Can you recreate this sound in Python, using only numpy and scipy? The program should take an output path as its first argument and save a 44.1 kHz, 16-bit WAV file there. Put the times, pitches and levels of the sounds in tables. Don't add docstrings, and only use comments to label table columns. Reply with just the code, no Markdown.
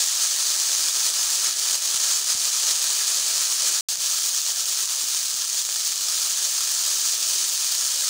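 import sys
import numpy as np
from scipy import signal
from scipy.fft import rfft, irfft
from scipy.io import wavfile
from scipy.ndimage import uniform_filter1d, map_coordinates

SR = 44100
rng = np.random.default_rng(int(sys.argv[2]) if len(sys.argv) > 2 else 0)


def bounce(signal):
    frames = np.transpose(np.atleast_2d(signal))
    limited = np.clip(frames, -1, 1)
    pcm = np.round(limited * 32767).astype(np.int16)
    wavfile.write(sys.argv[1], SR, pcm)


def linear_from_db(decibels):
    return 10 ** (np.asarray(decibels, float) / 20)


N = 356769

# start_s, end_s
SILENCE = (3.8094, 3.8859)
# first_db, second_db
RUMBLE_DB = (-71.5, -76.5)
# first_db, second_db
BOWL_DB = (-17, -18.5)
# first_db, second_db
SHIMMER_DB = (-8.6, -6.8)
# frequency_hz, density_db (per Hz)
RUMBLE_SPECTRUM = [(20, -1), (50, -8), (100, -2), (170, -1), (250, 3.5), (320, -22), (500, -70)]
# frequency_hz, density_db (per Hz)
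BOWL_SPECTRUM = [(120, -59), (200, -34), (350, -11), (461, -10), (667, -11), (807, -7), (1300, 0.5),
                 (1460, -4), (2130, -2), (2500, 2.5), (3250, -33.5), (5500, -120)]
# frequency_hz, density_db (per Hz)
FIZZ_SPECTRUM = [(900, -89), (2100, -20.5), (2400, -18.5), (2800, -14), (2950, -10.5), (3700, -8.5),
                 (4480, -3.5), (5200, -4), (6400, -1), (7500, -3.5), (9300, -8), (10600, -13.5),
                 (12000, -19), (14000, -36)]
# frequency_hz, density_db (per Hz)
SHIMMER_SPECTRUM = [(5000, -90), (10000, -30), (12300, -14), (13300, -11), (13950, -10), (14600, 0),
                    (15300, -1), (16000, -1)]
# centre_hz, width_hz, lift_db
MODES = [(249.4, 9.1, 7), (353.7, 13, 5.5), (396, 22, 3), (535, 36, 5.5), (604, 26, 7), (668.6, 18.5, 10.5),
         (721, 8.9, 9), (888, 7.9, 8), (1316, 41, 2.5), (1703, 320, 4), (2150, 230, -4), (6540, 180, 2),
         (8030, 260, -2)]
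# centre_s, low_hz, high_hz, level_db
SIDE_HISSES = [(1.204, 4600, 5800, -33), (1.953, 9700, 11900, -47), (2.154, 5100, 7600, -28),
               (2.154, 9700, 11800, -41), (2.762, 4800, 8800, -40), (2.762, 9000, 12700, -50),
               (2.762, 13800, 15700, -54), (5.3385, 4800, 9700, -37), (5.3385, 10200, 15300, -55)]
# start_s, peak_db, push_hz
BUMPS = [(0.999, -62, 110), (1.05, -62, 110), (1.109, -65, 110), (1.369, -61, 80), (1.43, -62, 80),
         (1.941, -50.5, 130), (1.999, -65, 110), (2.248, -63, 110), (2.345, -47, 85), (2.759, -62, 110),
         (3.2, -64, 110), (3.519, -60, 110), (3.788, -65, 110), (3.92, -62, 110), (3.978, -56, 110),
         (4.55, -66, 110), (5.03, -51, 231), (5.339, -55, 100), (7.99, -65, 110)]
# time_s, level_db
HEAT = [(0.0, -23.5), (1.0, -22), (2.0, -23.5), (3.0, -22), (3.8, -23), (3.9, -24.1), (4.7, -23),
        (5.7, -26.5), (6.2, -23.5), (7.0, -23), (8.09, -23.5)]
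# time_s, lift_db
SURGES = [(0.015, 1.4), (0.234, 2), (0.424, 1.5), (0.489, -0.5), (1.048, 0.5), (1.472, 2), (1.686, 1.2),
          (1.746, 1), (2.045, 2.5), (2.12, 2), (2.315, 2.7), (2.444, 1.5), (2.699, 1.5), (3.672, 2.1),
          (4.265, 1.2), (5.133, 1), (5.592, 2.5), (5.767, 2.7), (5.872, 3), (6.136, 0.7)]
# time_s, depth_db
DUCKS = [(0.933, 2.5), (1.132, 3.5), (1.541, 4.0), (1.796, 3.5), (2.24, 3.5), (2.37, 4.5), (2.504, 1.5),
         (2.769, 2.5), (3.048, 1.8), (3.253, 1.5), (3.487, 1.7), (3.971, 7), (4.31, 3.4), (4.43, 3.5),
         (4.545, 4), (4.654, 4.9), (4.759, 2.5), (4.869, 4), (4.964, 3), (5.059, 1.5), (5.233, 1.2),
         (5.353, 2.5), (5.453, 2.1), (5.652, 1.5), (5.951, 2), (6.346, 2), (6.74, 1), (7.184, 3.2),
         (7.558, 1.5), (7.767, 0.3)]
# start_s, peak_db, low_body_db (relative to peak)
CALM_SPITS = [(0.0859, -8.8, -31), (0.0981, -9.2, -28), (0.2751, -8.1, -26), (0.454, -9.4, -21),
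              (0.5169, -7.2, -26), (1.0819, -9.4, -28), (1.1464, -7.6, -27), (1.231, -7.6, -33),
              (1.5972, -7.7, -30), (1.7776, -11.5, -25), (1.8814, -10.1, -28), (2.2446, -9.1, -29),
              (2.2621, -10.8, -23), (2.3485, -9.8, -23), (2.494, -10.7, -21), (2.5657, -9.1, -27),
              (2.7647, -8.8, -29), (3.0483, -8.1, -25), (3.2645, -10.4, -22), (3.5938, -9.8, -25),
              (6.384, -9.4, -28), (6.6258, -9.0, -32), (7.557, -8.9, -30), (7.7542, -9.9, -17),
              (7.8617, -10.7, -29), (7.9171, -9.5, -23)]
# start_s, peak_db, low_body_db (relative to peak)
SPICE_SPITS = [(3.8889, -5.8, -30), (3.9565, -9.8, -21), (3.9722, -11.9, -30), (4.043, -9.4, -19),
               (4.0612, -8.9, -28), (4.303, -7.3, -36), (4.4169, -10.2, -32), (4.5604, -10.3, -26),
               (4.6229, -7.6, -27), (4.657, -8.4, -32), (4.7481, -7.3, -31), (4.8569, -10.2, -30),
               (4.9613, -11.2, -25), (4.9707, -11.7, -23), (5.078, -8.6, -28), (5.1733, -10.0, -30),
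               (5.2087, -9.3, -25), (5.2306, -7.0, -30), (5.3123, -10.8, -24), (5.3417, -9.7, -24),
               (5.4499, -10.2, -33), (5.4996, -8.8, -29), (5.5302, -8.2, -34), (5.5463, -7.4, -24),
               (5.6514, -9.1, -26), (5.7267, -10.9, -24), (5.8053, -10.4, -27), (5.9208, -8.0, -26),
               (5.9581, -9.6, -29), (5.978, -9.3, -30)]
# start_s, peak_db, low_body_db (relative to peak)
POPS = [
    (3.2149, -10, -17),
    (4.2908, -10.4, -18),
    (4.7739, -12, -18),
    (4.8042, -9.5, -19),
    (5.6898, -11, -16),
]
# time_s, rate_per_s
SPATTER = [
    (0, 5),
    (3.9, 5),
    (4.6, 8),
    (5.4, 20),
    (6, 14),
    (6.3, 5),
    (8.09, 4),
]


def unit(x):
    return x / np.sqrt(np.mean(x ** 2) + 1e-20)


def wobble(rate):
    knots = rng.standard_normal(int(N * rate / SR) + 4)
    return map_coordinates(knots, [np.arange(N) * rate / SR])


def lines(rows):
    s, *columns = np.transpose(rows)
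    return [np.interp(np.arange(N) / SR, s, column) for column in columns]


def bells(rows, before_s, after_s):
    t = np.arange(0, N / SR, .002)
    swing = 0
    for s, db in rows:
        width_s = np.where(t < s, before_s, after_s)
        swing = swing + db * np.exp(-((t - s) / width_s) ** 2)
    return np.interp(np.arange(N) / SR, t, swing)


def by_shot(pair):
    return np.where(np.arange(N) < SILENCE[0] * SR, *pair)


def coloured(x, spectrum):
    size = 8192
    hz = np.fft.rfftfreq(size, 1 / SR)
    f, db = np.transpose(spectrum)
    db = np.interp(np.log(hz + 1), np.log(f), db)
    for centre_hz, width_hz, lift_db in MODES:
        db = db + lift_db / (1 + (2 * (hz - centre_hz) / width_hz) ** 2)
    cepstrum = irfft(np.log(linear_from_db(db) + 1e-4))
    cepstrum[1:size // 2] *= 2
    cepstrum[size // 2 + 1:] = 0
    pulse = irfft(np.exp(rfft(cepstrum)))
    return signal.fftconvolve(x, pulse / np.linalg.norm(pulse))[:N]


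def patchy(patchy_db, size=256):
    z = signal.stft(rng.standard_normal(N), nperseg=size)[2]
    field = uniform_filter1d(rng.standard_normal(z.shape), size=5, axis=0)
    field = uniform_filter1d(field, size=2048 // size + 2, axis=1)
    return unit(signal.istft(z * linear_from_db(patchy_db * unit(field)), nperseg=size)[1][:N])


def kitchen():
    stir_db, stir_s = 2.5, 0.44
    stirs = [(s, stir_db) for s in (1.15, 2.1, 2.8, 5.2)]
    rumble_db = by_shot(RUMBLE_DB) + bells(stirs, stir_s, stir_s)
    return linear_from_db(rumble_db) * coloured(patchy(patchy_db=5.5, size=2048), RUMBLE_SPECTRUM)


def side_hisses():
    side, size = np.zeros(N), 1200
    hz = np.fft.rfftfreq(size, 1 / SR)
    for s, low_hz, high_hz, db in SIDE_HISSES:
        band = irfft(rfft(rng.standard_normal(size)) * (hz > low_hz) * (hz < high_hz), size)
        hiss = linear_from_db(db) * signal.windows.tukey(size, .5) * unit(band)
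        side[round(s * SR) - size // 2:][:size] += hiss
    return side * np.array([[1], [-1]])


def spatula():
    x, t = np.zeros(N + SR), np.arange(SR // 20) / SR
    for s, db, hz in BUMPS:
        push = np.sin(2 * np.pi * hz * t) * linear_from_db(-60 * t / 0.027)
        slap = -2.2 * np.sin(2 * np.pi * 330 * t) * linear_from_db(-60 * t / 0.0061)
        x[round((s + .005) * SR):][:len(t)] += linear_from_db(db + 10) * (push + slap)
    return x[:N]


def drops():
    peak_db, peak_spread_db = -11.5, 1.2
    body_db, body_spread_db = -26, 3
    count = np.cumsum(lines(SPATTER)[0]) / SR
    luck = rng.standard_normal((int(count[-1]) - 1, 3))
    turn = np.arange(len(luck)) + .5 + .5 * np.tanh(luck[:, 0])
    when = np.searchsorted(count, turn) / SR
    small = np.c_[when, peak_db + peak_spread_db * luck[:, 1], body_db + body_spread_db * luck[:, 2]]
    return np.r_[CALM_SPITS, SPICE_SPITS, POPS, small]


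def spits(rows, body):
    x = np.zeros(N + 64)
    shapes = .27 * rng.standard_normal((len(rows), 32)) * np.exp(-np.arange(32) / 12)
    shapes[:, 0] = np.sign(shapes[:, 0])
    for (s, db, body_db), shape in zip(rows, shapes):
        click = linear_from_db(db + body * body_db) * shape / np.linalg.norm(shape)
        x[max(round(s * SR) - 7, 0):][:32] += click
    return x[:N]


def bursts(rate, spread_db):
    when, size, sign = rng.random((3, N))
    strength = linear_from_db(np.minimum(-spread_db * np.log(size + 1e-9), 17))
    return unit((when < rate / SR) * strength * np.sign(sign - .5))


def sizzle_db():
    surge_s, fall_s, rise_s = 0.024, 0.027, 0.025
    chance_swells = 0.23 * wobble(14)
    surges = bells(SURGES, surge_s, surge_s) + chance_swells
    return lines(HEAT)[0] + surges - bells(DUCKS, fall_s, rise_s)


def frying():
    fizz_db, rows = sizzle_db(), drops()
    seething = .3 * wobble(35) + .35 * wobble(110) + .9 * wobble(500)
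    crowd = linear_from_db(-3.5) * bursts(1800, spread_db=3.1)
    fizz = linear_from_db(fizz_db + seething) * unit(crowd + patchy(patchy_db=0.77))
    shimmer_db = fizz_db + seething + by_shot(SHIMMER_DB)
    shimmer = linear_from_db(shimmer_db) * unit(1.3 * crowd + patchy(patchy_db=-3.0))
    steady_db = uniform_filter1d(fizz_db, SR // 3)
    bowl_db = by_shot(BOWL_DB) + steady_db + 1.08 * (fizz_db - steady_db) + seething
    bowl = linear_from_db(bowl_db) * unit(crowd + patchy(patchy_db=1.87, size=512))
    fizz = fizz + linear_from_db(5.5) * spits(rows, 0)
    shimmer = shimmer + linear_from_db(-6) * spits(rows, 0)
    bowl = bowl + linear_from_db(11) * spits(rows, 1)
    bright = coloured(fizz, FIZZ_SPECTRUM) + coloured(shimmer, SHIMMER_SPECTRUM)
    return bright + coloured(bowl, BOWL_SPECTRUM)


def scene():
    return np.tile(kitchen() + spatula() + frying(), (2, 1))


def roll_off(x):
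    return signal.sosfilt(signal.butter(12, 17090, fs=SR, output="sos"), x)


def record(dry):
    top_hz, fade_s = 15720, .001
    t, hz = np.arange(N) / SR, np.fft.rfftfreq(N, 1 / SR)
    shaved = dry - dry / (1 + np.abs(dry / .52) ** 8) ** (1 / 8)
    limited = rfft(dry) - rfft(shaved) * (hz > 2000)
    x = irfft(limited * (hz < top_hz), N)
    x = x + side_hisses() - .00009
    first_shot = np.sin(np.pi / 2 * np.clip((SILENCE[0] - t) / fade_s, 0, 1)) ** 2
    second_shot = t > SILENCE[1]
    return roll_off(x * (first_shot + second_shot))


dry = scene()
out = record(dry)
bounce(out)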